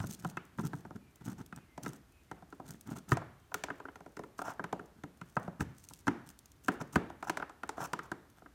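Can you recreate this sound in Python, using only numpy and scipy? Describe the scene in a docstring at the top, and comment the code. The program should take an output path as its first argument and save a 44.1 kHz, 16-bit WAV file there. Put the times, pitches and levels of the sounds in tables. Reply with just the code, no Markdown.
"""A cockatoo is already tapping and rubbing at the rim of a plastic pail's lid. From about one second a songbird
whistles four times far outside. A hard tug and knock come just after three seconds, then closer tapping; after a
lull near six seconds the hardest blows fall, and two faint taps end it. Blows ring a horn tick, a hollow rim and a
lid over air; the sliding beak sets them going by tiny slips. Still air hisses and a garage echoes throughout."""
import sys
import numpy as np
from scipy import signal
from scipy.fft import rfft, irfft, next_fast_len
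from scipy.io import wavfile
from scipy.ndimage import uniform_filter1d, map_coordinates

SR = 44100
rng = np.random.default_rng(int(sys.argv[2]) if len(sys.argv) > 2 else 0)


def file_out(sig):
    """Save sig as 16-bit WAV at sys.argv[1]."""
    # one column per channel
    cols = np.atleast_2d(sig).T
    # limit, then scale
    lim = np.clip(cols, -1, 1)
    pcm = np.round(lim * 32767).astype(np.int16)
    wavfile.write(sys.argv[1], SR, pcm)


N = 376613
TOP_HZ = 16000  # upper limit of the microphone

# strokes of the sliding beak:
# (start [s], length [s], force before layer gains [dB], rasp before layer gains [dB])
STROKES = [(0, 0.059, -38, -64.5), (0.053, 0.11, -49.5, -58.5), (0.173, 0.16, -51.5, -67.5),
           (0.534, .03, -53.5, -98), (0.578, 0.052, -41, -69), (0.63, 0.053, -36, -57.5),
           (0.708, 0.123, -57, -76.5), (0.953, 0.026, -44, -77), (1.209, 0.019, -44.5, -86),
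           (1.237, 0.11, -42, -65.5), (1.374, 0.058, -42.5, -74.5), (1.556, 0.047, -51, -85),
           (1.822, 0.094, -42, -64.5), (1.916, 0.064, -54, -72.5), (2.347, 0.064, -61, -91),
           (2.634, 0.14, -51.5, -71.5), (2.856, .1, -43.5, -71), (2.953, 0.052, -43, -63.5),
           (3.078, 0.078, -44.5, -61.5), (4.376, 0.063, -55, -66), (4.437, 0.1, -44, -70),
           (4.956, 0.051, -55.5, -111), (5.234, 0.16, -77, -80), (5.41, 0.076, -50.5, -81),
           (5.596, 0.043, -33, -60.5), (5.744, 0.35, -73, -73.5), (6.259, 0.058, -56, -66),
           (6.634, 0.069, -59.5, -63), (6.713, 0.056, -57, -69), (6.802, 0.029, -36, -69),
           (6.926, 0.054, -42.5, -60), (7.24, .02, -52, -67), (7.271, 0.024, -44.5, -77),
           (7.768, 0.043, -50.5, -74), (7.802, 0.071, -42, -64), (8.025, 0.048, -50.5, -78),
           (8.363, 0.043, -61.5, -84)]
# ringing tones of the lid and the air under it: (frequency [Hz], relative level [dB], time to fall 60 dB [s])
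LID_MODES = [(80, -10, 0.17), (129.2, -3.5, 0.063), (170.9, -5.5, 0.11), (208, -6, 0.047),
             (280, -5.5, 0.082), (327, -8.5, 0.085), (412.4, 0, 0.071)]
# ringing tones of the stiff rim: (frequency [Hz], relative level [dB], time to fall 60 dB [s])
RIM_MODES = [(625, -8, 0.04), (690, 2.5, 0.025), (755, -1.5, 0.034), (880, 4, 0.018), (982, -2.5, 0.031),
             (1258, -9.5, 0.044), (1371, 6.5, 0.016), (1560, 2, 0.017), (1830, -3.5, 0.015),
             (2092, -16, 0.033), (2606, -14, 0.029), (3013, -9.5, 0.023), (3454, -9.5, 0.016)]
# colour of the horn's tick: (frequency [Hz], relative level [dB per Hz])
TICK_SPECTRUM = [(300, -117), (1500, 10.5), (2800, -2.5), (4400, -6.5), (5500, -6.5), (6300, -3),
                 (6800, -9), (7300, -3), (8000, -10.5), (8700, -8.5), (10500, -17), (15500, -22.5)]
# colour of the bright edge of the beak: (frequency [Hz], relative level [dB per Hz])
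EDGE_SPECTRUM = [(1000, -28), (3000, 0), (4500, -2.5), (6300, 9), (7600, 3), (8900, 7), (10500, -3),
                 (13000, 2), (15500, 0)]


def amp(db):
    """Turns decibels into a gain."""
    return 10 ** (np.asarray(db) / 20)


def unit(x):
    """Scales a sound to an rms of 1."""
    return x / np.sqrt(np.mean(x ** 2) + 1e-20)


def crest(x, size):
    """Scales a sound so that its loudest stretch of size samples has an rms of 1."""
    loudest_power = uniform_filter1d(x ** 2, size, mode="constant").max()
    return x / np.sqrt(loudest_power + 1e-20)


def along(points, hz):
    """Reads a value between (Hz, value) points, on a log frequency axis."""
    f, v = np.transpose(points)
    return np.interp(np.log(hz + 1), np.log(f + 1), v)


def filtered(x, response):
    """Multiplies the spectrum of x by a function of frequency."""
    size = next_fast_len(len(x) + 8192)
    spectrum = rfft(x, size) * response(np.fft.rfftfreq(size, 1 / SR))
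    return irfft(spectrum, size)[:len(x)]


def coloured(x, spectrum):
    """Gives x a colour from a spectrum table, at an rms of 1."""
    return unit(filtered(x, lambda hz: amp(along(spectrum, hz))))


def add(track, s, sound):
    """Mixes a sound into the track at s seconds."""
    start = max(round(s * SR), 0)
    part = track[start:start + len(sound)]
    part += sound[:len(part)]


def ring(modes, attack, scatter_db, centre_hz, focus_db, disorder):
    """Struck modes die away together; those near the centre ring most (focus in dB per squared octave)."""
    hz, db, t60 = np.transpose(modes)[..., None]
    t = np.arange(SR // 6) / SR
    # each strike lands on a new spot, so levels scatter and phases differ by up to disorder cycles
    scatter = scatter_db * rng.standard_normal(hz.shape)
    gain = amp(db + scatter - focus_db * np.log2(hz / centre_hz) ** 2)
    waves = np.sin(2 * np.pi * (hz * t + disorder * rng.random(hz.shape)))
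    decay = np.exp(-np.log(1000) * t / t60)
    onset = 1 - np.exp(-(t / attack) ** 2)
    return (gain * waves * decay).sum(0) * onset


def snap(spectrum, t60):
    """Many heavily damped modes at once: coloured noise that dies away quickly."""
    t = np.arange(SR // 6) / SR
    noise = coloured(rng.standard_normal(len(t)), spectrum)
    return crest(noise * np.exp(-np.log(1000) * t / t60), size=88)


def slips(rate, spread_db):
    """Stick-slip: tiny impulses of uneven size at random moments, rate per second."""
    happens = rng.random(N) < rate / SR
    return happens * rng.standard_normal(N) * amp(spread_db * rng.standard_normal(N))


def grit(rate, spread_db, life):
    """Slips that each set off a burst of noise; its energy fades with a time constant of life seconds."""
    power = signal.lfilter([1], [1, -np.exp(-1 / (life * SR))], slips(rate, spread_db) ** 2)
    return np.sqrt(power) * rng.standard_normal(N)


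def driven(force, modes, centre_hz, focus_db):
    """Modes kept going by a rubbing force that is strongest near the centre."""
    mode_hz, db, t60 = np.transpose(modes)[..., None]
    half_width_hz = np.log(1000) / (2 * np.pi * t60)  # quickly damped modes have broad peaks

    def response(hz):
        peaks = amp(db) ** 2 / (1 + ((hz - mode_hz) / half_width_hz) ** 2)
        return np.sqrt(peaks.sum(0)) * amp(-focus_db * np.log2((hz + 1) / centre_hz) ** 2)

    return unit(filtered(force, response))


def by_reach(s, on_rim, over_lid):
    """A value between its two ends, for where the beak bears at s seconds."""
    # (time [s], reach [0 = on the stiff rim, 1 = hooked over onto the soft lid])
    reach_points = [(.26, 0.84), (.37, 0.29), (.6, 0.91), (1.4, 0.79), (1.53, 0.64), (1.77, 0.51),
                    (1.86, 0.79), (2.3, 0.52), (2.9, 0.81), (3.12, 0.52), (3.18, 0), (3.95, 0.37),
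                    (4.19, 0.88), (4.42, 0), (5.04, 0.99), (5.36, 0.49), (5.48, 0.92), (6.08, 0.66),
                    (6.96, 0.62), (7.15, 0), (7.99, 0.11), (8.12, 0.41)]
    reach = np.clip(np.interp(s, *np.transpose(reach_points)), 0, 1)
    return on_rim + reach * (over_lid - on_rim)


def still_air():
    """The air of the garage: steady noise, strongest in the bass."""
    # colour of the air: (frequency [Hz], relative level [dB per Hz])
    air_spectrum = [(15, -49), (25, -8), (59, 7), (180, -5), (293, -4.5), (489, -14.5), (1070, -16.5),
                    (1330, -16), (2550, -23), (5000, -27), (6210, -27), (7710, -28.5), (14800, -30.5),
                    (16000, -55.5)]
    return amp(-64) * coloured(rng.standard_normal(N), air_spectrum)


def garage(x, count=25):
    """Diffuse echo: in each band the walls store energy and let it die away, the highest treble soonest."""
    # how strongly the garage answers: (frequency [Hz], level [dB])
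    echo_levels = [(60, -7), (115, -2.5), (180, -3), (280, -0.5), (500, 1), (1200, -9), (2000, -6),
                   (3000, -3), (7000, -9.5), (14000, -11.5)]
    # how long the echo lasts: (frequency [Hz], time to fall 60 dB [s])
    echo_times = [(100, 0.59), (300, 0.38), (1200, 0.61), (4000, 0.56), (12000, 0.25)]
    size = next_fast_len(N + 8192, real=True)
    hz = np.fft.rfftfreq(size, 1 / SR)
    centres = np.geomspace(60, TOP_HZ, count)
    place = np.log((hz + 1) / centres[0]) / np.log(centres[1] / centres[0])  # counted in bands
    source, noise = rfft(x, size), rfft(rng.standard_normal(size))
    out = np.zeros(N)
    for k, centre in enumerate(centres):
        band = np.sqrt(np.maximum(1 - abs(place - k), 0))
        power = (irfft(source * band, size)[:N] * amp(along(echo_levels, centre))) ** 2
        keep = np.exp(-2 * np.log(1000) / (along(echo_times, centre) * SR))  # energy left after one sample
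        stored = signal.lfilter([1 - keep], [1, -keep], power)
        out += np.sqrt(stored) * unit(irfft(noise * band, size)[:N])
    return out


def songbird():
    """Pairs of thin falling whistles that waver a little, the second lower than the first."""
    # pairs of whistles: (time [s], starting pitch of the first whistle before its waver [Hz], level [dB])
    whistles = [(.98, 2460, -77), (1.51, 2570, -72.5), (2.1, 2590, -75.5), (3.35, 3260, -84)]
    note_s, gap_s = 0.153, .15  # length of a whistle; from the first start to the second
    sag, drop = 0.055, 0.17  # share of pitch lost within a whistle; that the second lies below the first
    n = round(note_s * SR)
    out = np.zeros(N)
    for s, first_hz, db in whistles:
        for k in range(2):
            waver = map_coordinates(rng.standard_normal(16), [np.linspace(0, 15, n)])
            glide = np.linspace(1, 1 - sag, n)
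            hz = first_hz * (1 - k * drop) * glide * (1 + 0.0061 * waver)
            tone = np.sin(2 * np.pi * np.cumsum(hz) / SR)
            add(out, s + k * gap_s, amp(db) * signal.windows.tukey(n, .6) * tone)
    return out


def nibbles():
    """The beak never quite rests: sparse, faint ticks of its edge, 15 a second on average."""
    return amp(-84.5) * coloured(grit(rate=15, spread_db=3.5, life=.002), EDGE_SPECTRUM)


def bumps():
    """The lid springs back or the whole pail rocks: a low tone swells and dies within a few swings."""
    # (time [s], level [dB], frequency of the swing [Hz])
    swings = [(.002, -28, 117), (0.044, -35, 123), (3.125, -20, 147), (5.604, -33.5, 72.4),
              (6.958, -33, 72)]
    rise_cycles = 0.57  # swings until a bump is at its fullest
    out, t = np.zeros(N), np.arange(SR // 4) / SR
    for s, db, hz in swings:
        age = t * hz / rise_cycles
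        swell = age * np.exp(1 - age)
        add(out, s, amp(db) * swell * np.sin(2 * np.pi * hz * t))
    return out


def rubs():
    """Slips under each stroke shake the lid, rattle the rim and rasp on the horn."""
    # colour of the rasp: (frequency [Hz], relative level [dB per Hz])
    rasp_spectrum = [(1000, -20), (2700, -3.5), (4600, -2), (5600, 0.5), (6300, 6), (6800, 3), (7300, 1.5),
                     (8000, 3), (9000, 2.5), (10300, -6), (12000, -1), (15500, -7.5)]
    # colour of the horn singing when it is dragged hard: (frequency [Hz], relative level [dB per Hz])
    horn_spectrum = [(2000, -16), (2700, -1), (3300, -20), (4800, -25.5), (5300, -2), (6200, -1),
                     (6700, -8), (7300, -4), (8200, -12.5), (14000, -17)]
    # how strongly each part is rubbed, moment by moment
    lid_force, rim_force, rasp_force = np.zeros((3, N))
    for start, length, force_db, rasp_db in STROKES:
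        stroke = signal.windows.tukey(max(round(length * SR), 2), .45)
        middle = start + length / 2
        lid_db = force_db + by_reach(middle, on_rim=-11.5, over_lid=0.5)
        rim_db = force_db + by_reach(middle, on_rim=1.5, over_lid=-16.5)
        for track, db in zip((lid_force, rim_force, rasp_force), (lid_db, rim_db, rasp_db)):
            add(track, start - .003, amp(db) * stroke)
    coarse = slips(rate=660, spread_db=4.5)
    rumble = lid_force * driven(coarse, LID_MODES, centre_hz=161, focus_db=10.5)
    crunch = amp(-11) * coloured(grit(rate=440, spread_db=1.5, life=0.0015), TICK_SPECTRUM)
    scuff = rim_force * (driven(coarse, RIM_MODES, centre_hz=1100, focus_db=0) + crunch)
    rasp = rasp_force * coloured(grit(rate=400, spread_db=5, life=.0013), rasp_spectrum)
    # hard strokes lock into a fast chatter of the rim, and the horn sings; grip is 0 for light, near 1 for hard
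    grip = rim_force ** 2 / (rim_force ** 2 + amp(-56.5) ** 2)
    chatter = rim_force * driven(slips(rate=2500, spread_db=1), RIM_MODES, centre_hz=1020, focus_db=22)
    horn = rim_force * coloured(grit(rate=800, spread_db=3, life=0.007), horn_spectrum)
    pressed = chatter + amp(-10) * scuff + amp(-11.5) * horn
    return amp(0.5) * rumble + amp(7.5) * rasp + (1 - grip) * scuff + grip * pressed


def nips(count=16):
    """The sharp edge of the beak catches and lets go, too lightly to move the lid."""
    # the clearest clicks of the edge: (time [s], level [dB])
    clear_clicks = [(.11, -42), (.135, -44), (.452, -59.5), (1.158, -55.5), (1.462, -53), (1.562, -48.5),
                    (1.834, -43), (1.933, -51), (2.707, -43.5), (2.81, -49), (3.543, -32), (5.783, -53.5),
                    (5.84, -51.5), (5.888, -47.5), (5.99, -57), (6.29, -48), (6.39, -50), (6.458, -52.5),
                    (6.518, -55.5)]
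    edge_t60_s = 0.015  # how quickly the edge falls silent
    # the edge also catches at random within a stroke: how often, and how loud against the stroke's rasp column
    catches_per_s, catch_db, scatter_db = 25, 2.5, 3
    out = np.zeros(N)
    for s, db in clear_clicks:
        add(out, s, amp(db) * snap(EDGE_SPECTRUM, t60=edge_t60_s))
    for start, length, _, rasp_db in STROKES:
        delays = np.cumsum(rng.exponential(size=count)) / catches_per_s
        levels = rasp_db + catch_db + scatter_db * rng.standard_normal(count)
        click = snap(EDGE_SPECTRUM, t60=edge_t60_s)
        for delay, db in zip(delays[delays < length], levels):
            add(out, start + delay, amp(db) * click)
    return out


def taps():
    """The tick comes first, then the rim clacks, then the slow lid swings, more so when the beak reaches over."""
    # beak blows: (time [s], clack level [dB], clack centre [Hz], horn tick level [dB])
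    blows = [(.002, -41.5, 1303, -45), (.039, -40.5, 950, -54), (0.248, -34, 980, -45),
             (.371, -33.5, 1590, -45.5), (0.586, -38.5, 1150, -51), (0.597, -38, 900, -52),
             (0.733, -38, 1210, -52), (.851, -47, 1210, -60), (0.908, -45.5, 890, -61),
             (1.526, -40.5, 1370, -56), (1.778, -39, 870, -52), (1.862, -35.5, 1390, -42),
             (2.314, -39.5, 1240, -48), (2.424, -49.5, 790, -66), (2.526, -45.5, 1200, -60),
             (2.599, -41.5, 840, -64), (2.91, -45.5, 820, -72), (2.963, -46.5, 1090, -56),
             (3.119, -20.5, 1620, -34.5), (3.171, -32, 890, -39.5), (3.218, -42, 920, -65),
             (3.518, -44, 950, -58.5), (3.543, -30, 1240, -32), (3.638, -34, 920, -32),
             (3.685, -38.5, 1240, -70), (3.702, -32.5, 1470, -57), (3.801, -42.5, 1300, -56.5),
             (3.853, -38.5, 1400, -65), (3.885, -43.5, 1450, -74), (3.958, -48, 724, -49.5),
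             (4.006, -47.5, 844, -60), (4.062, -47, 900, -59), (4.169, -45, 1250, -49.5),
             (4.193, -42, 760, -50.5), (4.237, -45, 1450, -55), (4.391, -33.5, 1140, -46.5),
             (4.417, -35.5, 855, -50), (4.481, -35, 935, -52), (4.595, -31.5, 1070, -58),
             (4.641, -33.5, 1540, -44), (4.728, -29, 1000, -41), (4.795, -41.5, 1570, -61),
             (5.037, -43, 1170, -47.5), (5.214, -41.5, 1570, -54), (5.3677, -26, 1110, -47),
             (5.479, -37.5, 706, -58), (5.607, -34, 1240, -37.5), (5.909, -51.5, 935, -70),
             (6.0702, -31, 1310, -43), (6.0797, -24.5, 1590, -33), (6.684, -23, 1510, -33.5),
             (6.813, -39, 1011, -47), (6.958, -20, 1450, -31.5), (7.101, -39, 860, -55.5),
             (7.227, -34.5, 1000, -46), (7.297, -26, 1260, -28.5), (7.372, -32.5, 1010, -33),
             (7.4, -35, 1220, -62), (7.424, -32, 1280, -66), (7.496, -44.5, 880, -53.5),
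             (7.634, -33, 1320, -46.5), (7.692, -32, 970, -37), (7.78, -35.5, 930, -60),
             (7.803, -34.5, 960, -69), (7.825, -36.5, 930, -56), (7.933, -28.5, 1240, -37),
             (7.991, -33.5, 1660, -50), (8.117, -32, 1110, -45.5), (8.42, -51, 830, -78),
             (8.46, -48.5, 1340, -78)]
    # colour of the rim's broad, quickly damped give: (frequency [Hz], relative level [dB per Hz])
    shell_spectrum = [(150, -57), (330, 29), (490, -13.5), (680, 12), (1000, -48.5), (1130, -0.5),
                      (1400, 13), (2000, -12), (3000, -13.5), (5000, -23.5), (9000, -55)]
    # the thump is deeper where the lid is slack, higher near the stiff edge: (time [s], thump centre [Hz])
    thump_centres = [(0, 168), (1.4, 184), (2.5, 243), (3.12, 156), (3.6, 292), (4.45, 269), (5.55, 166),
                     (6.1, 208), (7, 225), (7.4, 293), (8.1, 240)]
    # a small panel radiates little below its lowest mode
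    panel_cut = signal.butter(2, 85, "highpass", fs=SR, output="sos")
    out = np.zeros(N)
    for s, clack_db, clack_hz, tick_db in blows:
        thump_db = clack_db + by_reach(s, on_rim=-16, over_lid=1.5)
        thump_hz = np.interp(s, *np.transpose(thump_centres))
        rim = ring(RIM_MODES, attack=0.0024, scatter_db=3.5, centre_hz=clack_hz, focus_db=12, disorder=0.39)
        give = amp(-9) * snap(shell_spectrum, t60=.035)
        clack = crest(crest(rim, size=110) + give, size=110)
        swing = ring(LID_MODES, attack=0.0017, scatter_db=4.0, centre_hz=thump_hz, focus_db=14.5, disorder=0.42)
        thump = crest(signal.sosfilt(panel_cut, swing), size=440)
        add(out, s - .0006, amp(tick_db) * snap(TICK_SPECTRUM, t60=0.024))
        add(out, s - .0003, amp(clack_db) * clack)
        add(out, s + 0.0015, amp(thump_db) * thump)
    return out


def scene():
    """The pail close by, the songbird far off, and the echo and still air of the garage."""
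    bird = songbird()
    pail = nibbles() + bumps() + rubs() + nips() + taps()
    echo = garage(amp(-9) * pail + amp(3) * bird)  # the far bird is heard more through the echo
    return (pail + bird + echo + still_air())[None]


def record(dry):
    """The microphone sheds the deep bass and keeps nothing above its upper limit."""
    low_cut = signal.butter(2, 48, "highpass", fs=SR, output="sos")  # 48 Hz
    thin = signal.sosfilt(low_cut, dry)
    return np.array([filtered(x, lambda hz: hz < TOP_HZ) for x in thin])


dry = scene()
out = record(dry)
file_out(out)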